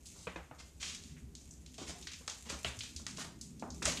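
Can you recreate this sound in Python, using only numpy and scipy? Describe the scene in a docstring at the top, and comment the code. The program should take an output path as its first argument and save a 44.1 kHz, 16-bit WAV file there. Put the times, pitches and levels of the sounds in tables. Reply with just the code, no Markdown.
"""A small room, where a knife works at the taped end of a plastic-wrapped cardboard parcel on a bed.
Taut film snaps and crinkles under a hand, and the blade scrapes through tape by stick-slip friction.
Its knocks excite the damped modes of the box, which thumps on the mattress and groans as it flexes.
A muffled drone swells and fades behind the room's steady rumble and hiss."""
import sys
import numpy as np
from scipy import signal
from scipy.fft import rfft, irfft, next_fast_len
from scipy.io import wavfile
from scipy.ndimage import map_coordinates

SR = 44100
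rng = np.random.default_rng(int(sys.argv[2]) if len(sys.argv) > 2 else 0)


def wav_record(signal):
    """Record a signal, one row per channel, as 16-bit PCM in the file named by sys.argv[1]."""
    frames = np.transpose(np.atleast_2d(signal))
    bounded = np.clip(frames, -1, 1)
    # unit amplitude maps onto the largest positive 16-bit level
    quanta = np.round(bounded * 32767).astype(np.int16)
    wavfile.write(sys.argv[1], SR, quanta)


N = 176400


def amp(db):
    return 10 ** (np.asarray(db) / 20)

def unit_rms(x):
    return x / np.sqrt(np.mean(x ** 2) + 1e-20)

def unit_hit(x):
    """Energy normalisation: a hit gets the energy of 5 ms at rms 1."""
    return x / np.linalg.norm(x) * np.sqrt(.005 * SR)

def at_frequency(points, hz):
    """Interpolation of (frequency [Hz], value) points on a logarithmic axis."""
    frequencies, values = np.transpose(points)
    return np.interp(np.log(hz + 1), np.log(frequencies + 1), values)

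def envelope(points):
    """Amplitude envelope through (time [s], level [dB]) points."""
    return amp(np.interp(np.arange(N) / SR, *np.transpose(points)))

def add(track, start, x):
    """Superposition of x on the track from a start time in seconds."""
    part = track[max(round(start * SR), 0):][:len(x)]
    part += x[:len(part)]

def colour(x, points):
    """Minimum-phase filtering by a (frequency [Hz], gain [dB]) response."""
    size = 2048
    gain = amp(at_frequency(points, np.fft.rfftfreq(size * 2, 1 / SR)))
    cepstrum = irfft(np.log(gain))
    cepstrum[1:size] *= 2
    cepstrum[size + 1:] = 0
    return signal.fftconvolve(x, irfft(np.exp(rfft(cepstrum))))[:len(x)]

def band(x, low_hz, high_hz, order=3):
    """Band-pass filtering with a maximally flat passband."""
    high_hz = np.clip(high_hz, low_hz * 1.1, SR * .48)
    return signal.sosfilt(signal.butter(order, [low_hz, high_hz], "band", fs=SR, output="sos"), x)

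def wobble(rate):
    """Smooth random modulation: a spline through `rate` knots a second."""
    knots = rng.standard_normal(int(N * rate / SR) + 4)
    return map_coordinates(knots, [np.arange(N) * rate / SR])

def narrowband(phase, width_hz):
    """Random modulation of amplitude and phase spreads a tone into a narrow band."""
    modulation = (wobble(width_hz) + 1j * wobble(width_hz))[:len(phase)]
    return unit_rms(np.real(modulation * np.exp(1j * phase)))

def slips(size, per_s, spread_db):
    """Shot noise: independent impulses of random sign and strength."""
    impulses = (rng.random(size) < per_s / SR) * np.sign(rng.standard_normal(size))
    return impulses * amp(spread_db * np.clip(rng.standard_normal(size), -2, 2))

# Reverberation time of the room: (frequency [Hz], T60 [s])
ROOM_DECAY = [(100, 0.12), (600, 0.43), (3000, 0.36), (7000, 0.34), (14000, 0.29)]

def room_tail(build_s=.0098):
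    """Diffuse reverberation: noise of energy 1 builds up, then decays exponentially in each band."""
    hz, times, spectra = signal.stft(rng.standard_normal(SR // 2), SR, nperseg=256)
    decay = amp(-60 * times / at_frequency(ROOM_DECAY, hz)[:, None])
    tail = signal.istft(spectra * decay, SR, nperseg=256)[1][:SR // 2]
    tail *= 1 - np.exp(-(np.arange(len(tail)) / SR / build_s) ** 2)
    return tail / np.linalg.norm(tail)

def room(x, tail_db=-2, early_db=-4, early_s=.0088):
    """Convolution with the direct path, early reflections off box and arm, and reverberation."""
    t = np.arange(SR // 2) / SR
    early = rng.standard_normal(len(t)) ** 3 * t * np.exp(-2 * (t / early_s) ** 2)
    response = amp(tail_db) * room_tail() + amp(early_db) * early / np.linalg.norm(early)
    response[0] += 1
    return signal.fftconvolve(x, response)[:N]

# Spectrum of the room's rumble: (frequency [Hz], relative level [dB])
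RUMBLE_SPECTRUM = [(20, -32), (31, -7.5), (45, -16), (62, 4), (78, 1.5), (98, -13.5), (200, -16.5),
                   (400, -22), (800, -31), (1400, -36), (14000, -39)]
# Spectrum of the room's hiss: (frequency [Hz], relative level [dB])
HISS_SPECTRUM = [(300, -3), (1000, -17), (1500, -9), (2200, -17), (4500, -21), (7000, -7), (14000, 3)]

def noise_floor(rumble_db=-58, hiss_db=-66.5):
    """Stationary coloured noise: the room's low rumble and faint hiss."""
    rumble = unit_rms(colour(rng.standard_normal(N), RUMBLE_SPECTRUM))
    hiss = unit_rms(colour(rng.standard_normal(N), HISS_SPECTRUM))
    return amp(rumble_db) * rumble + amp(hiss_db) * hiss

# Swell of the drone: (time [s], level [dB])
DRONE_SWELL = [(0, -67.5), (.8, -68), (1.1, -57.5), (1.5, -62), (1.95, -61), (2.35, -70.5), (2.8, -65.5),
               (3.15, -53.5), (3.5, -56.5), (4, -49)]
# Spectrum of the drone's noise: (frequency [Hz], relative level [dB])
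DRONE_SPECTRUM = [(40, -56.5), (100, 0), (165, 0), (255, 2.5), (310, -9.5), (410, -15.5), (520, -31.5),
                  (1200, -43)]
# Tones in the drone: (frequency [Hz], level re the noise [dB]), and their bandwidth
DRONE_TONES, TONE_WIDTH_HZ = [(163, -7.5), (253, -8.5), (325, -14), (403, -17)], 11

def drone():
    """Slow amplitude modulation: muffled noise and wavering tones swell and fade together."""
    t = np.arange(N) / SR
    tones = sum(amp(db) * narrowband(2 * np.pi * hz * t, TONE_WIDTH_HZ) for hz, db in DRONE_TONES)
    noise = unit_rms(colour(rng.standard_normal(N), DRONE_SPECTRUM))
    return envelope(DRONE_SWELL) * (noise + tones)

# Crinkling of the wrapping: (time [s], level [dB])
CRINKLE_LEVEL = [(0, -69), (.2, -61), (.45, -74.5), (.75, -73), (1.0, -64.5), (1.3, -79), (1.5, -64),
                 (1.65, -71.5), (2.05, -60), (2.4, -62), (2.6, -58), (2.9, -59.5), (3.3, -66), (3.57, -72),
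                 (3.78, -66), (4, -50)]
# Spectrum of the crinkling: (frequency [Hz], relative level [dB])
CRINKLE_SPECTRUM = [(200, -39), (1500, -25), (2100, -4.5), (3000, -6.5), (5000, -6), (7000, 1),
                    (14000, -4.5)]

def film_crinkle(clump_db=3, clumps_per_s=30):
    """Crackling noise: the wrapping yields under the holding hand in clusters of tiny impulses."""
    grains = slips(N, per_s=700, spread_db=9) * amp(clump_db * wobble(clumps_per_s))
    return room(envelope(CRINKLE_LEVEL) * unit_rms(colour(grains, CRINKLE_SPECTRUM)))

# Snaps of tape and film, and at 2.279 s a light knock of the blade on the box: (time [s], level [dB], low edge
# [Hz], high edge [Hz], decay time [s])
FILM_SNAPS = [(.057, -48, 3470, 11000, 0.019), (0.069, -50, 4900, 10000, 0.0082),
              (.361, -58, 3020, 6840, 0.0067), (0.829, -38.5, 1470, 5070, 0.011),
              (0.948, -43.5, 2600, 8240, 0.0063), (1.037, -55, 3020, 7800, 0.0021),
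              (1.166, -57.5, 1480, 2720, 0.023), (1.352, -48, 3500, 8200, 0.0053),
              (1.509, -51.5, 5760, 8700, 0.0086), (1.537, -60, 5100, 8040, 0.0025),
              (1.662, -52, 2700, 7500, 0.0045), (1.742, -53, 2480, 8300, 0.013),
              (1.781, -48, 3000, 8100, 0.006), (2.025, -48.5, 2920, 6860, 0.013),
              (2.071, -40, 1750, 5470, 0.0079), (2.117, -46, 1950, 6650, 0.012),
              (2.134, -45, 1940, 6400, 0.014), (2.278, -37, 2730, 7800, 0.0057),
              (2.279, -42, 420, 2200, 0.0049), (2.298, -40.5, 3050, 7800, 0.0072),
              (2.499, -41, 2980, 8200, 0.006), (2.646, -33, 2100, 3830, 0.0053),
              (2.648, -47.5, 5000, 11000, 0.0094), (2.79, -42.5, 3400, 9000, 0.009),
              (2.807, -39, 2420, 4630, 0.0073), (2.835, -46.5, 2970, 9050, 0.0054),
              (2.963, -41, 3440, 8050, 0.0096), (3.066, -40.5, 1000, 5500, 0.01),
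              (3.067, -40, 4100, 8640, 0.00073), (3.111, -53, 4860, 8800, 0.0018),
              (3.172, -46.5, 3050, 7840, .004), (3.4123, -43, 4340, 10000, 0.0087),
              (3.596, -52.5, 3550, 8450, 0.0098), (3.704, -47, 4260, 7100, 0.0072),
              (3.746, -53.5, 5200, 8800, 0.0043), (3.825, -44, 4000, 10900, .002),
              (3.827, -37, 1980, 7000, 0.0071), (3.849, -44, 5740, 8200, .003),
              (3.8551, -30, 5000, 8600, 0.0004), (3.8576, -30.5, 1500, 7060, 0.006),
              (3.922, -42, 2500, 9500, 0.0024), (3.973, -38.5, 2400, 4370, 0.0059)]

def film_snaps(slip_db=13, reflection_s=.006, tail_db=-2):
    """Sudden release of tension: film gives way in one slip, then crackle, reflections and a tail. The light
    knock of the blade at 2.279 s is played the same way, in a lower band."""
    out, t = np.zeros(N), np.arange(SR // 2) / SR
    for start, db, low_hz, high_hz, decay_s in FILM_SNAPS:
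        crackle = np.exp(-(t / decay_s) ** 1.3)
        reflections = .15 * np.exp(-t / reflection_s)
        burst = rng.standard_normal(len(t)) * (crackle + reflections)
        burst[0] = amp(slip_db)
        direct = unit_hit(band(burst, low_hz, high_hz, order=2))
        tail = unit_hit(band(room_tail(), low_hz, high_hz, order=2))
        add(out, start, amp(db) * (direct + amp(tail_db) * tail))
    return out

# Strokes of the blade:
# (time [s], rise [s], hold [s], level [dB], low edge [Hz], high edge [Hz], box re friction [dB])
BLADE_STROKES = [(0.119, 0.06, 0.076, -60.5, 3750, 9700, -10.5),
                 (0.581, 0.02, 0.0066, -53.5, 2000, 7400, -18), (0.796, 0.018, 0.094, -48, 2140, 7800, -15),
                 (0.91, 0.0072, 0.039, -54, 2300, 7900, -18), (1.021, 0.014, 0.091, -66.5, 2130, 7600, -27),
                 (1.397, 0.016, 0.011, -65.5, 5000, 8500, -12),
                 (1.782, 0.0078, 0.051, -55, 2370, 7000, -2.5), (1.931, 0.04, 0.048, -68, 2500, 8000, -2.5),
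                 (1.861, 0.019, 0.029, -48.5, 1940, 8400, -14), (2.449, 0.01, 0.02, -57, 1920, 7900, 1),
                 (2.485, 0.01, 0.014, -45.5, 1880, 6600, -10), (2.516, 0.0025, 0.028, -55, 1790, 6500, 6),
                 (2.662, 0.0056, 0.019, -48.5, 1880, 8750, -3.5), (2.824, .01, 0.024, -53, 2070, 6850, -30),
                 (3.155, 0.044, 0.026, -47.5, 2210, 9700, -9), (3.184, 0.017, 0.021, -52, 970, 1880, -12),
                 (3.238, 0.0065, 0.0085, -55.5, 1510, 8500, 1.5),
                 (3.844, 0.01, 0.047, -40.5, 1660, 9100, -5.5),
                 (3.909, 0.0068, 0.012, -45.5, 1760, 7000, -17)]
# Response of the box to a stroke: (frequency [Hz], gain [dB])
BOX_RESPONSE = [(60, -44), (170, 13.5), (250, 4.5), (340, -3), (520, 2), (800, -2), (1150, -0.5),
                (1700, -13), (3000, -24), (8000, -95)]

def blade_scrapes(release_s=.0044):
    """Stick-slip friction: the edge drags through tape and film and forces the box to vibrate."""
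    out, t = np.zeros(N), np.arange(SR // 2) / SR
    for start, rise, hold, db, low_hz, high_hz, box_db in BLADE_STROKES:
        pressure = np.minimum(t / rise, 1) * np.exp(-np.maximum(t - rise - hold, 0) / release_s)
        drag = slips(len(t), per_s=9000, spread_db=4)
        friction = unit_rms(band(drag, low_hz, high_hz, order=2))
        box = amp(box_db) * unit_rms(colour(drag, BOX_RESPONSE))
        add(out, start, amp(db) * room(pressure * (friction + box)))
    return out

# Blade on the box: (time [s], level [dB], high edge [Hz], panel mode [Hz], rebound delay [s])
BLADE_KNOCKS = [(.160, -62, 1240, 1070, 0.0021), (.2703, -38, 2980, 1107, 0.002),
                (.3595, -40, 2400, 1065, 0.0017), (.512, -46.5, 1640, 820, 0.0011),
                (.602, -55.5, 1670, 1090, 0.0015), (1.783, -48.5, 1190, 663, 0.0027),
                (1.816, -44.5, 447, 242, 0.0079), (1.893, -47.5, 1100, 520, 0.0037),
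                (2.21, -57.5, 1700, 1090, 0.0018), (2.502, -43, 2420, 1240, .002),
                (2.648, -36.5, 2680, 640, .0045), (2.837, -57, 1710, 1290, 0.0023),
                (2.997, -57.5, 1570, 1130, 0.00213), (3.184, -46, 1740, 1070, 0.0018),
                (3.6246, -36.5, 1240, 820, 0.0034), (3.821, -38.5, 2100, 1620, 0.0031),
                (3.856, -39.5, 2550, 1270, 0.0022), (3.876, -37.5, 990, 600, 0.00172)]
# Modes of the cardboard box: (frequency [Hz], relative level [dB], T60 [s])
BOX_MODES = [(170, -3.5, 0.057), (326, -13, 0.2), (490, -3, 0.025), (608, -1, .04), (750, -8, .03),
             (1420, 9.5, 0.0077), (1890, -2, 0.02), (2530, 9.5, 0.017), (3850, 1, 0.014)]

def blade_knocks(panel_db=4.5, panel_t60=.029, crack_db=12, crack_t60=.033, rebound=.7):
    """Impact excitation of damped modes: the blade strikes and rebounds; softer contact is duller."""
    out, t = np.zeros(N), np.arange(SR // 10) / SR
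    for start, db, high_hz, panel_hz, rebound_s in BLADE_KNOCKS:
        modes = list(BOX_MODES) + [(panel_hz, panel_db, panel_t60)]
        contacts = np.zeros(len(t))
        for delay, strength in ((0, 1), (rebound_s, rebound)):
            ring = np.zeros(len(t))
            for hz, mode_db, t60 in modes:
                # Rough cardboard: the phase takes a random walk, 22 radians rms after a second.
                drift = 22 * np.cumsum(rng.standard_normal(len(t))) / np.sqrt(SR)
                ring += amp(mode_db - 60 * t / t60) * np.sin(2 * np.pi * hz * t + drift)
            crack = amp(crack_db - 60 * t / crack_t60) * rng.standard_normal(len(t))
            add(contacts, delay, strength * (ring + crack))
        knock = unit_hit(band(contacts, low_hz=68, high_hz=high_hz))
        add(out, start, amp(db) * room(knock, tail_db=-13))
        # The other sides of the box radiate a broadband tail into the room.
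        broad_tail = unit_hit(band(room_tail(), low_hz=300, high_hz=high_hz))
        add(out, start, amp(db - 3) * broad_tail)
    return out

# Pushes of the box into the mattress: (time [s], level [dB], frequency [Hz])
MATTRESS_THUMPS = [(0.181, -52, 77), (0.27, -46, 181.4), (0.362, -45, 62), (0.363, -48.5, 169.3),
                   (1.11, -44, 149.6), (1.223, -39.5, 65.6), (1.225, -45.5, 123), (1.88, -43.5, 72.6),
                   (2.116, -48, 68.8), (2.172, -46.5, 72.7), (2.529, -41, 62), (2.655, -37.5, 75),
                   (2.651, -43, 125), (2.771, -42.5, 109.5), (2.955, -43, 75.3), (3.704, -37, 70.5),
                   (3.848, -34, 65.4), (3.886, -40, 168)]

def mattress_thumps(rise_s=.0082, t60=.27):
    """Damped oscillation: each soft push of the box on the mattress rings at one low frequency."""
    out, t = np.zeros(N), np.arange(SR // 2) / SR
    onset = 1 - np.exp(-t / rise_s)
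    for start, db, hz in MATTRESS_THUMPS:
        add(out, start, amp(db - 60 * t / t60) * onset * np.sin(2 * np.pi * hz * t))
    return out

# Groans of the box: (time [s], duration [s], level [dB], start frequency [Hz], end frequency [Hz])
BOX_GROANS = [(1.785, 0.036, -57, 421, 283), (1.89, 0.12, -59.5, 183, 153), (1.921, .06, -67.5, 728, 688),
              (1.935, .14, -63.5, 400.6, 312), (2.513, .05, -55.5, 277, 224)]

def box_groans():
    """Friction-driven resonance: the gripped box shifts, its pitch gliding as the cardboard flexes."""
    out = np.zeros(N)
    for start, duration, db, start_hz, end_hz in BOX_GROANS:
        progress = np.arange(int(duration * SR)) / (duration * SR)
        phase = 2 * np.pi * np.cumsum(start_hz + (end_hz - start_hz) * progress) / SR
        swell = np.sqrt(np.sin(np.pi * progress))
        add(out, start, amp(db) * swell * narrowband(phase, width_hz=65))
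    return room(out)

def scene():
    """Linear superposition of all sources in one channel."""
    background = noise_floor() + drone()
    wrapping = film_crinkle() + film_snaps() + blade_scrapes()
    box = blade_knocks() + mattress_thumps() + box_groans()
    return (background + wrapping + box)[None]

# Response of the microphone: (frequency [Hz], gain [dB])
MIC_RESPONSE = [(20, 0), (4500, 0), (5500, .5), (6500, 3), (8000, 0), (10000, -6), (14000, -13)]

def record(dry, cutoff_hz=14500):
    """Frequency response of a small microphone: a presence peak and a steep band limit."""
    size = next_fast_len(N + SR // 2)
    passband = np.fft.rfftfreq(size, 1 / SR) < cutoff_hz
    spectrum = rfft(colour(dry[0], MIC_RESPONSE), size)
    return irfft(spectrum * passband, size)[None, :N]


dry = scene()
out = record(dry)
wav_record(out)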